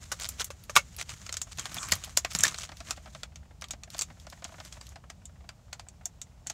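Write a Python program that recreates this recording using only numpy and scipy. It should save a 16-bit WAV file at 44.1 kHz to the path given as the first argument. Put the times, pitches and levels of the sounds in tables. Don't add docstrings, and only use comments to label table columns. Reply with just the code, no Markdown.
import sys
import numpy as np
from scipy import signal
from scipy.io import wavfile

SR = 44100
rng = np.random.default_rng(int(sys.argv[2]) if len(sys.argv) > 2 else 0)


def master(y):
    cut = np.clip(np.atleast_2d(y).T, -1, 1)
    pcm = np.round(cut * 32767)
    wavfile.write(sys.argv[1], SR, pcm.astype(np.int16))


N = 287973
T = np.arange(SR // 6) / SR

# start_s, length_s, level_db
STROKES = [(0, 0.48, -56), (0.5, 2.73, -61.5), (0.96, 0.38, -56.5), (1.57, 0.41, -47), (1.955, 0.16, -55),
           (2.31, 0.22, -45.5), (2.842, 0.091, -50), (3.895, 0.088, -52.5), (3.997, 0.94, -64.5),
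           (4.436, 0.34, -59.5)]
# peak_s, level_db, half_width_s
FINGER_SLIPS = [(.038, -48.5, 0.0062), (0.234, -35.5, 0.021), (0.408, -32.5, 0.011), (0.951, -48, 0.0053),
                (0.993, -37.5, 0.0054), (1.015, -35.5, 0.0083), (1.105, -46, 0.012), (1.525, -46, 0.0067),
                (2.316, -37, 0.0076), (2.471, -33.5, 0.016), (2.61, -39.5, 0.033)]
# start_s, ring_db, clatter_db, contact_s
KNOCKS = [(0.117, -39.5, -32.5, 0.00094), (0.405, -40, -34, 0.00085), (0.504, -43.5, -47.5, 0.006),
          (0.696, -40.5, -42.5, 0.0051), (0.7539, -50.5, -28, 0.00021), (0.764, -16.5, -23, 0.00019),
          (0.7704, -21, -31, 0.00022)]
# pitch_hz, gain_db
KNOCK_MODES = [(570, -5.5), (905, -10), (1040, -7), (1187, 3), (1310, -6.5), (1400, -4.5), (1470, -4),
               (2195, 3.5), (2300, -6.5), (2535, -3.5), (2655, -1)]
# start_s, level_db, hollow_db (relative to the level)
SNAPS = [(0.118, -46, -33), (.199, -47.5, -1), (0.289, -38, -14), (.444, -40, -21), (1.093, -43, -6),
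         (1.265, -46.5, -5), (1.293, -44.5, -1), (1.326, -37.5, -13), (1.341, -41, -9),
         (1.369, -35.5, -11.5), (1.416, -33.5, -19), (1.585, -42, -4), (1.595, -36, -11),
         (1.656, -41, -1.5), (1.768, -44.5, 1.5), (1.83, -40.5, -5), (1.921, -23, -8), (1.935, -34.5, -8.5),
         (2.038, -41, -10.5), (2.173, -21, -13), (2.248, -35.5, 2), (2.35, -30, -7.5), (2.388, -31.5, -35),
         (2.407, -32, -25), (2.436, -20.5, -15.5), (2.452, -31, -4), (2.48, -35, -8), (2.544, -44.5, -0.5),
         (2.585, -41, -21), (2.908, -32.5, -7), (3.233, -42, -3.5), (3.358, -50, -8.5), (3.621, -46.5, 1),
         (3.641, -46.5, -2.5), (3.708, -36, -14), (3.835, -47.5, -9), (3.991, -33, -14.5),
         (4.011, -34.5, -13), (4.019, -31.5, -15.5), (4.443, -42, -15), (4.725, -47.5, -8.5),
         (4.812, -49.5, -5), (5.101, -48, -2), (5.255, -47, -27), (5.491, -49, 0), (5.73, -42, -5),
         (5.796, -49, 0.5), (5.886, -49.5, -22), (6.056, -34, -33), (6.216, -41, -19.5), (6.47, -37.5, -19),
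         (6.499, -37, -16)]
RIBS_HZ = [5670, 6380, 6696, 7290]
# start_s, level_db
TICKS = [(.638, -59), (.965, -54), (1.574, -52), (1.718, -54), (1.744, -43.5), (1.887, -47.5), (1.912, -46),
         (1.954, -44), (2.046, -46), (2.334, -49), (2.362, -44), (2.77, -54), (3.612, -53.5), (3.685, -56),
         (3.903, -51), (3.967, -54), (3.982, -46.5), (4.199, -57), (4.3, -53.5), (4.65, -52), (4.868, -54),
         (4.891, -55.5)]
# start_s, level_db, pitch_hz, t60_s
THUDS = [(.765, -33.5, 138, 0.074), (1.921, -30.5, 90.2, 0.19), (1.923, -26, 160, 0.049),
         (2.351, -28.5, 172, 0.062)]
# start_s, level_db
BUMPS = [(1.469, -56), (2.072, -51.5), (2.691, -48), (2.718, -48.5), (2.804, -46.5), (2.973, -49.5),
         (3.058, -50), (3.073, -53), (3.149, -47), (3.734, -48.5), (3.946, -46), (4.1, -53.5),
         (4.268, -48.5), (4.326, -49.5), (4.422, -50), (4.448, -45.5), (4.52, -52.5), (4.601, -47),
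         (4.958, -49), (6.01, -58), (6.056, -53), (6.464, -52), (6.5, -45.5)]
# start_s, level_db, pitch_hz, t60_s
POPS = [(1.784, -20, 3460, 0.014), (1.923, -20.5, 1930, 0.029), (2.4375, -10, 1660, 0.014),
        (2.4465, -13.5, 1770, 0.031)]

# frequency_hz, gain_db
CABIN_HUM = [(25, -34.5), (45, -4.5), (65, 0), (82, -1.5), (110, -7.5), (170, -11.5), (320, -29)]
CABIN_AIR = [(300, -7.5), (650, 1), (1700, -11.5), (4500, -13.5), (7200, -11.5), (10000, -23),
             (16000, -26.5)]
GLIDE_HISS = [(1400, -5), (4900, -7.5), (7000, -1), (9500, -15.5), (13000, -19.5), (16000, -26.5)]
SLIP_HISS = [(1400, -25.5), (3000, 1), (5000, -0.5), (7000, 1.5), (8300, -4), (9800, -12.5), (16000, -23)]
HOLLOW_SHELL = [(300, -16.5), (480, -11), (680, -3.5), (900, -7.5), (1200, -1.5), (1700, -5.5), (2400, -4),
                (3400, -18)]
CARTON_HEFT = [(60, -5.5), (120, -4), (380, -19)]
KNOCK_CLATTER = [(300, -18.5), (600, -8.5), (1300, 0.5), (2600, -6.5), (4800, -5), (6500, 2), (8500, -9),
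                 (15000, -23.5)]
CREASE_CRACK = [(4300, -31), (5600, -5), (7100, 2.5), (8200, -0.5), (10000, -27)]
CLICK_FIZZ = [(7000, -33.5), (9500, -0.5), (13000, -3), (16000, -12.5)]
THIN_SHEET = [(1500, -15.5), (2800, -4.5), (4600, -0.8), (8000, -10.5), (10500, -29.5)]
EGG_CUPS = [(220, -3.5), (440, -19), (630, 3.5), (850, -6), (1500, -7), (2300, -11.5)]

LIFTED_S, UNLIFTED_FIZZ_DB = 1.04, 14.5
HELD_S, HELD_FIZZ_DB = 2.7, -1


def gain_of(db):
    return 10 ** (np.asarray(db) / 20)


def unit_rms(x):
    return x / np.sqrt(np.mean(x ** 2) + 1e-20)


def blow(x):
    return x / np.sqrt(np.sum(x ** 2) / (SR / 50) + 1e-20)


def fade(t60_s):
    return np.exp(-np.log(1000) * T / t60_s)


def add(mix, start_s, sound):
    part = mix[round(start_s * SR):][:len(sound)]
    part += sound[:len(part)]


def colour(x, spectrum, shift=1, size=4096):
    hz, db = np.transpose(spectrum)
    log_hz = np.log(hz * shift)
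    bins = np.log(np.fft.rfftfreq(size, 1 / SR) + 1)
    outside = np.maximum(log_hz[0] - bins, 0) + np.maximum(bins - log_hz[-1], 0)
    log_gain = np.log(gain_of(np.interp(bins, log_hz, db))) - 2 * outside
    analytic = signal.hilbert(np.r_[log_gain, log_gain[-2:0:-1]])
    taps = np.fft.ifft(np.exp(analytic.conj())).real[:size // 2]
    return signal.fftconvolve(x, taps)[:len(x)]


def resonance(x, hz, width_hz):
    return signal.lfilter(*signal.iirpeak(hz, hz / width_hz, SR), x)


def burst(t60_s, tail_t60_s, tail_db):
    return rng.standard_normal(len(T)) * (fade(t60_s) + gain_of(tail_db) * fade(tail_t60_s))


def ring(hz, t60_s, rise_s):
    return np.sin(2 * np.pi * (hz * T + rng.random())) * fade(t60_s) * (1 - np.exp(-T / rise_s))


def cabin(hum_db=-51.5, air_db=-66.5):
    hum, air = rng.standard_normal((2, N))
    easing_db = np.linspace(1.5, -1.5, N)
    rumble = gain_of(hum_db + easing_db) * unit_rms(colour(hum, CABIN_HUM))
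    return rumble + gain_of(air_db) * unit_rms(colour(air, CABIN_AIR))


def stroke(t, start_s, length_s, db, attack_s=.02, release_s=.0088, arch_db=.5):
    attack = np.clip((t - start_s) / attack_s, 0, 1)
    release = np.exp(-np.maximum(t - start_s - length_s, 0) / release_s)
    off_centre = np.clip(2 * (t - start_s) / length_s - 1, -1, 1)
    return gain_of(db - arch_db * off_centre ** 2) * attack * release


def hand_pressure(waver_db=3.5, waver_s=.015):
    t = np.arange(0, N / SR, .002)
    level = np.sqrt(sum(stroke(t, *row) ** 2 for row in STROKES) + 1e-12)
    waver = np.interp(t, np.arange(len(t)) * waver_s, rng.standard_normal(len(t)))
    return np.interp(np.arange(N) / SR, t, level * gain_of(waver_db * waver))


def stick_slip(slips_per_s=550, spread_db=4.5, spots=40):
    out = np.zeros(N)
    clicks = []
    for hz in rng.uniform(900, 10000, spots):
        click = blow(burst(t60_s=.005, tail_t60_s=.06, tail_db=-11))
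        clicks.append(click + .5 * blow(ring(hz, t60_s=.004, rise_s=.0001)))
    for when, chance, spot in rng.random((int(slips_per_s * N / SR), 3)):
        size = gain_of(spread_db * min(-np.log(chance), 3))
        add(out, when * N / SR, size * clicks[int(spot * spots)][:SR // 20])
    return unit_rms(out)


def rubbing(grip_db=-54, grip_range_db=3.5):
    level = hand_pressure()
    grip = .85 / (1 + np.exp((grip_db - 20 * np.log10(level)) / grip_range_db))
    slipping, gliding = np.sqrt(grip), np.sqrt(1 - grip)
    slips, glide = stick_slip(), rng.standard_normal(N)
    slide = slipping * slips + gliding * glide
    body = unit_rms(colour(slide, HOLLOW_SHELL)) + gain_of(-1) * unit_rms(colour(slide, CARTON_HEFT))
    hiss = slipping * unit_rms(colour(slips, SLIP_HISS)) + gliding * unit_rms(colour(glide, GLIDE_HISS))
    return level * (hiss + grip * body)


def swell(peak_s, db, half_width_s):
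    return gain_of(db) * np.exp(-((np.arange(N) / SR - peak_s) / half_width_s) ** 2 / 2)


def finger_slips(hollow_db=-6.5):
    rasp = stick_slip()
    force = sum(swell(*row) for row in FINGER_SLIPS)
    hollow = gain_of(hollow_db) * unit_rms(colour(rasp, HOLLOW_SHELL))
    return force * (unit_rms(colour(rasp, SLIP_HISS)) + hollow)


def seat_knocks(detune=.012, width_hz=72):
    out = np.zeros(N)
    onset = 1 - np.exp(-T / .003)
    for start_s, ring_db, clatter_db, contact_s in KNOCKS:
        push = burst(t60_s=.008, tail_t60_s=.075, tail_db=-16)
        tuning = 1 + rng.uniform(-1, 1) * detune
        modes = np.zeros(len(T))
        for hz, db in KNOCK_MODES:
            strength = gain_of(db) / (1 + (hz * contact_s) ** 2)
            modes += strength * blow(resonance(push, hz * tuning, width_hz))
        clatter = colour(burst(t60_s=.046, tail_t60_s=.09, tail_db=-9) * onset, KNOCK_CLATTER)
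        add(out, start_s, gain_of(ring_db) * blow(modes) + gain_of(clatter_db) * blow(clatter))
    return out


def handling_fizz_db(start_s):
    return UNLIFTED_FIZZ_DB * (start_s < LIFTED_S) + HELD_FIZZ_DB * (start_s > HELD_S)


def sheet_click(stiffness):
    return blow(colour(burst(t60_s=.012, tail_t60_s=.075, tail_db=-10), THIN_SHEET, stiffness))


def crumple(sound, rise_s, folds_per_s=600):
    folds = rng.standard_normal(len(T)) * (rng.random(len(T)) < folds_per_s / SR)
    return blow(signal.fftconvolve(folds * T * np.exp(-T / rise_s), sound)[:len(T)])


def crease_snaps(rib_db=-3, panel_db=-6.5, fold_db=-8, fold_lead_s=.006, typical_db=-37):
    out = np.zeros(N)
    for start_s, db, hollow_db in SNAPS:
        crack = burst(t60_s=.0097, tail_t60_s=.07, tail_db=-9.5)
        crack[0] += 4
        crack_shift, shell_shift, stiffness = 1 + rng.uniform(-1, 1, 3) * [.03, .08, .17]
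        bright = blow(colour(crack, CREASE_CRACK, crack_shift))
        ribs = blow(sum(resonance(bright, hz, width_hz=70) for hz in RIBS_HZ))
        bright = blow(bright + gain_of(rib_db) * ribs)
        push = burst(t60_s=.02, tail_t60_s=.085, tail_db=-7)
        hollow = blow(colour(push, HOLLOW_SHELL, shell_shift))
        sheet = sheet_click(stiffness)
        panel = blow(ring(hz=rng.uniform(3200, 5975), t60_s=.028, rise_s=.0002))
        wide = np.clip(gain_of(.52 * hollow_db), 0, .9)
        body = wide * (sheet + gain_of(panel_db) * panel) + gain_of(hollow_db) * hollow
        fizz_db = -16 + .32 * (db - typical_db) + handling_fizz_db(start_s)
        fizz = gain_of(fizz_db) * blow(colour(crack, CLICK_FIZZ))
        add(out, start_s, gain_of(db) * (np.sqrt(1 - wide ** 2) * bright + body + fizz))
        add(out, start_s - fold_lead_s, gain_of(db + fold_db) * wide * crumple(body, fold_lead_s))
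        if db > -30:
            add(out, start_s - .0035, gain_of(db - 17) * sheet)
    return out


def edge_ticks():
    out = np.zeros(N)
    for start_s, db in TICKS:
        flick = burst(t60_s=.008, tail_t60_s=.066, tail_db=-9)
        fizz_db = .7 * (db + 40.5) + handling_fizz_db(start_s)
        fizz = gain_of(fizz_db) * blow(colour(flick, CLICK_FIZZ))
        add(out, start_s, gain_of(db) * (fizz + sheet_click(stiffness=rng.uniform(.97, 1.4))))
    return out


def hand_thuds():
    out = np.zeros(N)
    for start_s, db, hz, t60_s in THUDS:
        add(out, start_s, gain_of(db) * ring(hz, t60_s, rise_s=.0013))
    return out


def egg_bumps(jostles_per_s=15, jostle_db=-56, spread_db=5.5, tilt_s=4.4, settle_db_per_s=7):
    out = np.zeros(N)
    contacts = list(BUMPS)
    count = int((N / SR - HELD_S) * jostles_per_s)
    for k, (when, size) in enumerate(rng.random((count, 2))):
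        start_s = HELD_S + (k + when) / jostles_per_s
        db = jostle_db + spread_db * (2 * size - 1) - settle_db_per_s * abs(start_s - tilt_s)
        contacts.append((start_s, db))
    onset = 1 - np.exp(-T / .003)
    for start_s, db in contacts:
        firmness = np.interp(db, [-53, -45], [0, 1])
        push = burst(t60_s=.03, tail_t60_s=.08, tail_db=-10) * onset
        octaves = .15 * rng.uniform(-.74, 1)
        cup = blow(colour(push, EGG_CUPS, 2 ** octaves))
        add(out, start_s, gain_of(db) * (cup + firmness * sheet_click(stiffness=1)))
    return out


def panel_pops():
    out = np.zeros(N)
    for start_s, db, hz, t60_s in POPS:
        add(out, start_s, gain_of(db) * ring(hz, t60_s, rise_s=.00079))
    return out


def palm_skid(lid_db=-3.5):
    slide = rng.standard_normal(N)
    hiss = unit_rms(colour(slide, CREASE_CRACK))
    lid = unit_rms(resonance(slide, hz=1150, width_hz=180))
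    return swell(peak_s=1.825, db=-41.5, half_width_s=.035) * (hiss + gain_of(lid_db) * lid)


def scene():
    carton = crease_snaps() + edge_ticks() + panel_pops() + hand_thuds() + egg_bumps()
    friction = rubbing() + finger_slips() + palm_skid()
    return (carton + friction + seat_knocks() + cabin())[None]


def record(dry, cutoff_hz=15800):
    lowpass = signal.firwin(511, cutoff_hz, window=("kaiser", 9), fs=SR)
    return signal.oaconvolve(dry, lowpass[None], "same")


dry = scene()
out = record(dry)
master(out)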